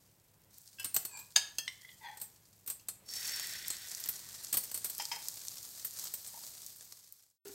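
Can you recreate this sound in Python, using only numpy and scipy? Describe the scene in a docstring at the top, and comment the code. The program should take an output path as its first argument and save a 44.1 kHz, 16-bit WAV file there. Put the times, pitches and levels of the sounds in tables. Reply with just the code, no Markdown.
"""Batter frying softly on a flat pan over a gas burner comes first: dense random pops, filtered into a sizzle.
Then bright clinks, likely bangles on the cook's wrist, and a steel ladle knocking on pan, lid, bowl and oil cup:
ringing modes with bursts of noise. It slides over steel too, and drizzled oil makes the sizzle flare, boil and
crackle on. The sound fades to silence; at full level again, a spatula meets the pan. A small kitchen echoes."""
import sys
import numpy as np
from scipy import signal
from scipy.fft import rfft, irfft, next_fast_len
from scipy.io import wavfile
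from scipy.ndimage import uniform_filter1d, map_coordinates

SR = 44100
rng = np.random.default_rng(int(sys.argv[2]) if len(sys.argv) > 2 else 0)


def output_pcm(signal):
    """Save a mono or channel-first signal as 16-bit PCM at the path in sys.argv[1].

    Samples are clipped to [-1, 1] before scaling.
    """
    pcm = np.clip(np.atleast_2d(signal).T, -1, 1) * 32767
    wavfile.write(sys.argv[1], SR, np.round(pcm).astype(np.int16))


N = 332514  # length in samples

# Surges of frying, as wet batter and oil reach hot metal:
# start_s, level_db, rise_s, hold_s, fall_db_per_s, top_fizz_db (over the level)
FRYING_SURGES = [(0, -71.5, 0.0034, .02, 61, -2), (0.495, -66, 0.024, 1.52, 13.5, -1),
                 (3.024, -47, 0.17, 0.23, 30, -2.5), (3.07, -52, 0.27, 2.1, 2.5, -4),
                 (3.885, -57, 0.059, .1, 60.5, 2.5), (4.9, -59, .08, 1.4, 3, 4.5),
                 (5.919, -46, 0.063, .015, 110, -3)]


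def frying_gains():
    """Gains of the sizzle and of its top fizz: the surges add in power to a quiet, steady bed."""
    bed_db, bed_fizz_db = -76.5, 4.5  # the second is the top fizz over the bed
    body_power = amp(bed_db) ** 2
    top_power = amp(bed_db + bed_fizz_db) ** 2
    for *shape, fizz_db in FRYING_SURGES:
        power = swell(*shape) ** 2
        body_power = body_power + power
        top_power = top_power + power * amp(fizz_db) ** 2
    return np.sqrt(body_power), np.sqrt(top_power)


# Tone colour of frying and spits: pitch_hz, level_db (relative, per Hz)
SIZZLE_COLOUR = [(88, -50.5), (150, -17.5), (239, -16), (502, -15.5), (543, -15.5), (673, -13),
                 (727, -14.5), (1710, -14), (2840, -14.5), (4450, -3), (8150, -3), (10500, -9),
                 (12300, -1.5), (13800, -3.5), (15800, -3.5)]


def sizzle(body_gain, top_gain):
    """Steam bursts through the oil: a dense fizz, sprays of a few milliseconds and single crackles."""
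    clumps = amp(.5 * wobble(14) + 1.2 * wobble(110))
    fizz = unit(pops(rate=14000, spread_db=1, cap_db=4)) * (1 + 0.81 * flurries(rate=84, life_s=0.00093))
    crackle = unit(pops(rate=350, spread_db=6, cap_db=16))
    frying = shaped(clumps * (unit(fizz) + amp(-8) * crackle), SIZZLE_COLOUR)
    body, top = split(frying, edge_hz=9700)
    # large and small bubbles also spray on their own, so body and top flutter apart
    body = body * (1 + 0.83 * flurries(rate=45, life_s=0.0041))
    top = unit(top * (1 + 0.65 * flurries(rate=55, life_s=0.0019)))
    # the smallest bubbles snap singly and brightly
    snaps = shaped(pops(rate=45, spread_db=4, cap_db=6), SIZZLE_COLOUR)
    bright_snaps = split(snaps, edge_hz=7000)[1]
    top = top + amp(-7) * unit(bright_snaps)
    return body_gain * unit(body) + top_gain * unit(top)


# Resonances of boiling oil: pitch_hz, width_hz, level_db (relative)
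BUBBLE_BANDS = [(1533, 190, -7), (1916, 340, -3), (2520, 360, -14.5), (3700, 1600, -7.5)]
# Resonances of the first hiss: pitch_hz, width_hz, level_db (relative)
HISS_BANDS = [(4540, 280, -5.5), (5455, 150, 2.5), (6310, 53, -2.5), (7400, 360, -21)]
# Fresh oil lands round the batter, hisses at once and then boils: start_s, rise_s, hold_s, fall_db_per_s
OIL_HISS_SWELL = (3.035, .13, .27, 36)
OIL_BOIL_SWELL = (3.07, .17, .25, 21)


def boil():
    """Fresh oil meets wet batter: it hisses in a few narrow bands and boils in small ringing bubbles."""
    hiss_db, boil_db = -46.5, -49  # before the random flutter
    bubbles = resonant(pops(rate=3900, spread_db=9, cap_db=10.5), BUBBLE_BANDS)
    hiss = resonant(pops(rate=850, spread_db=3, cap_db=8.0), HISS_BANDS)
    boil_s, *boil_shape = OIL_BOIL_SWELL
    hiss_s, *hiss_shape = OIL_HISS_SWELL
    boiling = swell(boil_s, boil_db, *boil_shape) * amp(2.0 * wobble(45)) * unit(bubbles)
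    hissing = swell(hiss_s, hiss_db, *hiss_shape) * amp(2.7 * wobble(30)) * unit(hiss)
    return boiling + hissing


# The loudest spits of oil: start_s, level_db (spits() takes 6 dB off)
LOUD_SPITS = [(0.5833, -37.5), (0.6766, -40.5), (0.8302, -38), (3.2771, -25.5), (3.3626, -28), (3.398, -27),
              (3.4712, -28), (3.682, -20.5), (3.9157, -28.5), (3.9492, -24.5), (4.0397, -25),
              (4.447, -27.5), (5.0539, -23.5), (5.285, -20), (5.4835, -23.5), (5.9963, -26.5),
              (6.0423, -27.5), (6.6644, -27.5), (7.1245, -21.5)]


def spits(frying_gain):
    """Large bubbles burst with a snap and a tiny spray, each coloured differently; lesser ones follow the frying."""
    small_per_s, small_db, small_spread_db = 9, 9.5, 2.5  # small_db is over the frying
    spray_t60_s = 0.015  # time for the spray to fall 60 dB
    out, t = np.zeros(N), np.arange(SR // 20) / SR
    starts = np.flatnonzero(rng.random(N) < small_per_s / SR)
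    sizes = frying_gain * amp(small_db + small_spread_db * rng.standard_normal(N))
    loud = [(s, amp(db - 6)) for s, db in LOUD_SPITS]
    small = [(i / SR, sizes[i]) for i in starts]
    for s, gain in loud + small:
        spray = 0.16 * rng.standard_normal(len(t)) * amp(-60 * t / spray_t60_s)
        snap = (t == 0) + spray
        centre_hz = 8000 * np.exp(0.25 * rng.standard_normal())
        snap = resonant(shaped(snap, SIZZLE_COLOUR), [(centre_hz, 1.1 * centre_hz, 0)])
        add(out, s, gain * crest(snap))
    return out


# Bangle clinks: start_s, level_db (bangles() takes 4 dB off), sparkle_db (over the ring),
# knock_db (dull knock over the ringing), t60_s (of the contact noise)
BANGLE_CLINKS = [(0.7958, -36.5, -7.5, -5.5, 0.079), (0.8438, -27, -5, -6, .065),
                 (0.8537, -34.5, -2, -1, .052), (0.9432, -22.5, 0, -11, .08),
                 (0.9631, -17, 4.5, -4.5, 0.041), (1.0501, -29, 0, -6, 0.045),
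                 (1.1708, -43.5, -4.5, -2.5, .06), (1.1906, -40.5, 3.5, -3.5, 0.11),
                 (2.171, -42.5, -4, -5, .056), (2.199, -44, -1, -6, .05), (2.2139, -32, -2.5, -9.5, 0.14),
                 (2.6613, -41.5, 7, -10, .083), (2.6746, -31, 1.5, -11, 0.17),
                 (2.6994, -27, -7.5, -9.5, 0.098), (2.8846, -28.5, -10, -8, 0.058),
                 (2.897, -41.5, -17, -5, 0.046), (3.702, -26, -22, -3, 0.0386), (3.9996, -35, 9, -13, .067),
                 (4.0577, -33, 10, -7.5, .056), (4.087, -23, 9, -9, .065), (4.527, -22, -7.5, -8.5, 0.073),
                 (4.54, -23, -4.5, -7.5, 0.094), (4.57, -18.5, 7, -11.5, .065),
                 (4.6368, -33.5, 2, -12, .058), (4.7141, -33.5, -1, -4, 0.041),
                 (4.7428, -27, -13, -11, 0.12), (4.7746, -32, 0, -7, .047),
                 (4.844, -25.5, -3.5, -9.5, 0.12), (4.8978, -30.5, 2.5, -9.5, 0.05),
                 (5.8469, -28, 6, -11, 0.071), (6.1378, -27, 5, -10.5, 0.058),
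                 (6.2723, -37.5, -18, -13.5, 0.06)]
# Ringing modes: pitch_hz, width_hz (before the damping factor), level_db (relative, before weighting by width)
BANGLE_MODES = [(4310, 48, -13), (6360, 100, -27), (7130, 130, -8.5), (7710, 28, 0.5), (8030, 98, 0.5),
                (9000, 74, -3.5), (8610, 24, 6.5), (9810, 250, -13.5), (10030, 49, -2), (11670, 77, -0.5),
                (13140, 56, -9), (13600, 120, -28), (12800, 18, -11.5), (14000, 120, 2), (15060, 26, -12.5),
                (16300, 25, -4.5)]
# Their contact noise: pitch_hz, level_db (relative, per Hz)
BANGLE_NOISE = [(59, -42.5), (100, -16), (580, -18), (1410, -17.5), (1940, -19), (2200, -18), (3370, -16),
                (8550, -10.5), (10800, -7.5), (13600, 8), (15800, -1.5)]


def bangles():
    """Thin rings of slightly different sizes clash: a dull knock under a ring and a sparkle whose balance varies."""
    out = np.zeros(N)
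    for s, db, sparkle_db, knock_db, t60 in BANGLE_CLINKS:
        detune = np.exp(.02 * rng.standard_normal())
        clash = blow(BANGLE_MODES, BANGLE_NOISE, t60, damping=0.67, noise_db=1.5, detune=detune)
        # a softer start, as the rings meet one after another
        clash = clash * (1 - np.exp(-np.arange(len(clash)) / SR / 0.00055))
        knock, rest = split(clash, edge_hz=6500)
        ring, sparkle = split(rest, edge_hz=9400)
        ringing = crest(crest(ring) + amp(sparkle_db) * crest(sparkle))
        add(out, s, amp(db - 4) * crest(ringing + amp(knock_db) * crest(knock)))
    return out


# Steel modes: pitch_hz, width_hz (before the damping factor), level_db (relative, before weighting by width)
PAN_MODES = [(740, 150, -18), (877, 130, -21), (1700, 22, 1), (2220, 140, -11.5), (2864, 67, -9.5),
             (2660, 150, -7), (3147, 30, -3), (3250, 30, -0.5), (3736, 60, 0.5), (4500, 44, 1),
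             (4700, 60, 3), (4854, 61, 3.5), (5060, 27, -0.5), (4940, 30, -1), (5260, 79, -17.5),
             (6470, 60, 3.5), (6640, 50, 1.5), (7200, 31, 1), (7990, 30, -10.5), (8700, 49, -3.5),
             (10600, 71, -18), (13400, 55, -11.5)]
LADLE_MODES = [(1780, 8.4, -7.5), (2710, 89, -2.5), (3270, 10, 2), (4320, 74, -4.5), (4900, 78, -8),
               (5330, 38, -7.5), (6340, 85, -0.5), (8070, 82, -8), (9300, 80, -12), (12040, 150, -11.5),
               (14700, 120, -12.5)]
LID_MODES = [(2023, 100, 3), (2110, 81, -5), (2890, 70, -10), (3090, 120, -2), (3420, 53, -6),
             (3620, 100, -6), (4020, 55, -3), (5200, 50, -13), (5550, 56, -13), (8200, 66, -11)]
BOWL_MODES = [(1600, 46, -4.5), (2665, 24, 5), (2994, 45, -6), (3330, 40, -4.5), (5080, 25, -4.5)]
GRIDDLE_MODES = [(396, 7.3, 1.5), (446, 96, -18), (290, 50, -21.5), (1445, 120, -20.5), (5430, 30, -36)]
# Contact noise of steel: pitch_hz, level_db (relative, per Hz)
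PAN_CONTACT = [(59, -52.5), (100, -23.5), (479, -17.5), (814, -3.5), (1240, -14), (1670, -6.5), (2900, -4),
               (3160, -8), (4160, -6), (4820, -12.5), (5600, -9.5), (7370, -8), (15800, -21)]
LADLE_CONTACT = [(88, -46), (150, -16.5), (1280, -15), (1890, -10), (2170, -20), (3200, -5), (3960, -24.5),
                 (4200, -7.5), (6320, -9), (15800, -15)]
LID_CONTACT = [(120, -49), (200, -36), (817, -7), (1360, -12), (2080, -3), (2360, -3), (4080, -16),
               (4560, -7), (5570, -5), (15800, -36.5)]
# What the bowl and the lid ring with when brushed: pitch_hz, width_hz, level_db (relative)
BOWL_BRUSHED = [(950, 200, -9), (1663, 61, -6.5), (2493, 96, -2), (4680, 93, -7), (7600, 31, 2.5),
                (8030, 40, 4.5), (8800, 110, -9)]
LID_BRUSHED = [(2006, 150, 1.5), (3350, 130, 3), (4160, 38, -18), (4930, 230, -13), (6300, 47, -15)]


def steelware():
    """The ladle knocks and slides about among pan, lid and bowl; at last the spatula lands on the flat griddle."""
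    return (struck("pan", PAN_MODES, PAN_CONTACT, damping=1.1, noise_db=-3.5, detune_spread=.015)
            + struck("ladle", LADLE_MODES, LADLE_CONTACT, damping=.8, noise_db=-9.0)
            + struck("lid", LID_MODES, LID_CONTACT, damping=1.0, noise_db=-14.5)
            + struck("bowl", BOWL_MODES, LID_CONTACT, damping=0.33, noise_db=-13)
            + struck("griddle", GRIDDLE_MODES, PAN_CONTACT, damping=0.85, noise_db=-3.5)
            + rubbed("bowl", BOWL_BRUSHED) + rubbed("lid", LID_BRUSHED))


# Modes of the tapped cup: pitch_hz, width_hz (before the damping factor), level_db (relative, before width weighting)
CUP_MODES = [(835, 12, -5), (920, 26, -3), (3160, 17, -3), (5110, 22, -5), (1840, 150, -35),
             (4230, 40, -34)]
# Resonances of the scraped cup: pitch_hz, width_hz, level_db (relative)
CUP_SCRAPE = [(874, 108, 1.5), (1586, 27, -8), (1934, 180, -4.5), (2444, 400, -20), (3440, 210, -11.5),
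              (4250, 120, -17), (4840, 160, -18.5), (6430, 120, -18)]


def oil_cup():
    """The ladle slides over the cup and taps it: a sagging scrape and short ringing blows."""
    scrape = rubbed("cup", CUP_SCRAPE, bend=0.019, sag_per_s=.3)
    return scrape + struck("cup", CUP_MODES, LID_CONTACT, damping=0.98, noise_db=-3)


# Blows on steel: start_s, what is struck,
# level_db (scene() plays the direct cup 1.2 dB louder left and 1.2 dB softer right),
# t60_s (of the contact noise), tilt_db_per_octave
STEEL_BLOWS = [(0.785, "bowl", -48, .15, 1.2), (0.797, "bowl", -42.5, 0.52, 0.5),
               (1.358, "pan", -32.5, 0.037, -0.5), (1.361, "pan", -15, 0.02, .5),
               (1.367, "pan", -28.5, 0.1, 0.5), (1.584, "ladle", -27, .063, 0),
               (1.678, "lid", -30.5, 0.036, 2.5), (1.848, "lid", -49, 0.026, -24),
               (1.89, "lid", -51, .05, -6), (2.796, "ladle", -54.5, 0.16, 1.5),
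               (2.887, "ladle", -49, 0.043, 8), (4.998, "cup", -34.5, 0.092, 1.5),
               (5.115, "cup", -32.5, 0.094, 2.5), (5.13, "cup", -42.5, 0.36, -2.5),
               (5.16, "cup", -46.5, 0.092, -5), (6.34, "cup", -54, 0.066, -19), (6.37, "cup", -54, .1, -18),
               (7.455, "griddle", -47, 0.24, -3.5), (7.468, "griddle", -49.5, .07, -2.5),
               (7.492, "griddle", -47, .1, -6)]


def struck(thing, modes, spectrum, damping, noise_db, detune_spread=0):
    """All blows on one steel thing; the touching ladle may shift its modes a little from blow to blow."""
    out = np.zeros(N)
    for s, name, db, t60, tilt_db in STEEL_BLOWS:
        if name == thing:
            detune = np.exp(detune_spread * rng.standard_normal())
            add(out, s, amp(db) * blow(modes, spectrum, t60, damping, noise_db, tilt_db, detune))
    return out


# The ladle slides over steel: start_s, what is brushed,
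# level_db (scene() plays the direct cup 1.2 dB louder left and 1.2 dB softer right),
# rise_s, hold_s, fall_db_per_s
LADLE_STROKES = [(1.047, "bowl", -51, .12, 0.03, 296), (1.747, "lid", -63, 0.12, 0.054, 303),
                 (1.997, "cup", -49, .06, .045, 193.5)]


def rubbed(thing, modes, bend=0.021, sag_per_s=0):
    """Steel slides on steel in tiny uneven slips; the moving contact bends the resonances and may let them sag."""
    out, t = np.zeros(N), np.arange(N) / SR
    for s, name, db, rise_s, hold_s, fall_db_per_s in LADLE_STROKES:
        if name == thing:
            slips = resonant(pops(rate=850, spread_db=3.5, cap_db=11.5), modes)
            sag = np.clip(sag_per_s * (t - s - rise_s - hold_s / 2), -.06, .06)
            # reading the slips at a changing speed bends their pitch
            position = np.cumsum(1 + bend * wobble(23) - sag)
            bent = map_coordinates(slips, [position], mode="wrap")
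            out += swell(s, db, rise_s, hold_s, fall_db_per_s) * unit(bent)
    return out


def blow(modes, spectrum, t60, damping, noise_db, tilt_db=0, detune=1):
    """One contact: modes ring at fresh strengths over a short burst of dense vibration; soft contacts tilt it down."""
    t = np.arange(SR // 3) / SR
    ring = np.zeros(len(t))
    for hz, width_hz, db in modes:
        strength = amp(db + 2 * rng.standard_normal()) * width_hz
        decay = np.exp(-np.pi * width_hz * damping * t)
        ring += strength * decay * np.sin(2 * np.pi * (detune * hz * t + rng.random()))
    burst = shaped(rng.standard_normal(len(t)) * amp(-60 * t / max(t60, .005)), spectrum)
    contact = (crest(ring) + amp(noise_db) * crest(burst)) * (1 - np.exp(-t / 0.00059))
    lowest_hz = min(hz for hz, _, _ in modes)
    return crest(coloured(contact, lambda hz: amp(tilt_db * np.log2(np.maximum(hz / lowest_hz, 1)))))


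# Tone colour of the flame: pitch_hz, level_db (relative, per Hz)
FLAME_COLOUR = [(15, -65.5), (25, -18.5), (102, -7.5), (176, -9.5), (237, -17.5), (510, -19.5),
                (867, -23.5), (1010, -21.5), (1070, -27), (2210, -27.5), (4000, -31.5), (5200, -70.5),
                (8800, -120)]
# Mains hum and a faint whine: pitch_hz, level_db
HUM_TONES = [(104, -79), (13955, -86), (10540, -91.5)]
# The low rumble swells for a while: start_s, level_db, rise_s, hold_s, fall_db_per_s
RUMBLE_SWELL = (3, -70, -0.06, 1.7, 8)


def burner():
    """The flame rumbles softly and unevenly, as filtered noise, over steady tones with a slightly wandering phase."""
    t = np.arange(N) / SR
    hum = sum(amp(db) * unit(np.sin(2 * np.pi * hz * t + 0.24 * wobble(6.3))) for hz, db in HUM_TONES)
    flame_gain = np.hypot(amp(-71.5), swell(*RUMBLE_SWELL))
    flame = unit(shaped(rng.standard_normal(N), FLAME_COLOUR))
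    return flame_gain * amp(1.4 * wobble(6)) * flame + hum


# How long the kitchen echoes: pitch_hz, t60_s (time to fall 60 dB)
KITCHEN_DECAY = [(200, 0.44), (1500, 0.47), (5000, 0.35), (14000, 0.31)]


def room(x):
    """Hard kitchen walls answer after 5 ms with a short diffuse tail of decaying noise."""
    hz, t, z = signal.stft(rng.standard_normal(SR // 2), SR, nperseg=256)
    decay = amp(-60 * t / along(KITCHEN_DECAY, hz)[:, None])
    tail = signal.istft(z * decay, SR, nperseg=256)[1]
    delayed = np.pad(x, (round(.005 * SR), 0))
    return signal.fftconvolve(delayed, tail / np.linalg.norm(tail))[:N]


def pops(rate, spread_db, cap_db):
    """Bursting bubbles or slips: random impulses, rate a second, of uneven size up to a cap."""
    size_db = np.minimum(spread_db * rng.standard_normal(N), cap_db)
    return (rng.random(N) < rate / SR) * rng.choice([-1, 1], N) * amp(size_db)


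def flurries(rate, life_s):
    """Gain of short sprays: a bubble bursts and sets off its neighbours."""
    starts = (rng.random(N) < rate / SR) * rng.exponential(size=N)
    return signal.lfilter([1], [1, -np.exp(-1 / (life_s * SR))], starts)


def swell(s, db, rise_s, hold_s, fall_db_per_s):
    """Gain that rises smoothly from time s, holds and dies away."""
    t = np.arange(N) / SR - s
    rise = np.sin(np.pi / 2 * np.clip(t / max(rise_s, .001), 0, 1)) ** 2
    return rise * amp(db - abs(fall_db_per_s) * np.maximum(t - rise_s - hold_s, 0))


def wobble(rate):
    """A smooth random curve, rate knots a second."""
    return map_coordinates(rng.standard_normal(int(N * rate / SR) + 4), [np.arange(N) * rate / SR])


def coloured(x, gain, size=4096):
    """x through a filter with the given gain over frequency that only acts forward in time."""
    # folding the cepstrum gives the filter minimum phase
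    cepstrum = irfft(np.log(np.maximum(gain(np.fft.rfftfreq(size, 1 / SR)), 1e-6)))
    cepstrum[1:size // 2] *= 2
    cepstrum[size // 2 + 1:] = 0
    return signal.fftconvolve(x, irfft(np.exp(rfft(cepstrum))))[:len(x)]


def shaped(x, spectrum):
    """x filtered along (pitch_hz, level_db) points."""
    return coloured(x, lambda hz: amp(along(spectrum, hz)))


def resonant(x, modes):
    """x through steep-sided (pitch_hz, width_hz, level_db) resonances."""
    def gain(hz):
        return sum(amp(db) / (1 + ((hz * hz - c * c) / (hz * w + 1)) ** 2) for c, w, db in modes)
    return coloured(x, gain)


def split(x, edge_hz):
    """The parts of x below and above an edge."""
    filters = [signal.butter(4, edge_hz, kind, fs=SR, output="sos") for kind in ("low", "high")]
    return [signal.sosfilt(sos, x) for sos in filters]


def along(points, hz):
    """Read a value at hz from (pitch_hz, value) points on a log axis."""
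    f, v = np.transpose(points)
    return np.interp(np.log(hz + 1), np.log(f + 1), v)


def amp(db):
    """Decibels to a plain gain."""
    return 10 ** (np.asarray(db) / 20)


def unit(x):
    """Scale to an rms (average strength) of 1."""
    return x / np.sqrt(np.mean(x ** 2) + 1e-20)


def crest(x):
    """Scale so that the loudest 2 ms have rms 1."""
    return x / np.sqrt(uniform_filter1d(x ** 2, size=88).max() + 1e-20)


def add(track, s, x):
    """Mix x into the track at time s."""
    start = round(s * SR)
    track[start:start + len(x)] += x[:len(track) - start]


def scene():
    """All sources sit in the middle, echoes too, but the direct oil cup is slightly louder on the left."""
    body_gain, top_gain = frying_gains()
    clinks, steel, cup, flame = bangles(), steelware(), oil_cup(), burner()
    frying = sizzle(body_gain, top_gain) + boil() + spits(body_gain)
    walls = amp(-11.5) * room(frying) + amp(-10) * room(clinks) + amp(-9.0) * room(steel + cup)
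    left_right_db = [[1.2], [-1.2]]
    return frying + clinks + steel + flame + walls + cup * amp(left_right_db)


def record(dry):
    """The sound fades straight to silence, then returns at full level; nothing stays above the top pitch."""
    fade_start_s, fade_end_s, return_s = 6.505, 7.385, 7.45
    top_hz = 15800
    t = np.arange(N) / SR
    fade = np.clip((fade_end_s - t) / (fade_end_s - fade_start_s), 0, 1)
    faded = dry * np.where(t < return_s, fade, 1)
    m = next_fast_len(N + SR // 2)
    kept = np.fft.rfftfreq(m, 1 / SR) < top_hz
    return irfft(rfft(faded, m) * kept, m)[:, :N]


dry = scene()
out = record(dry)
output_pcm(out)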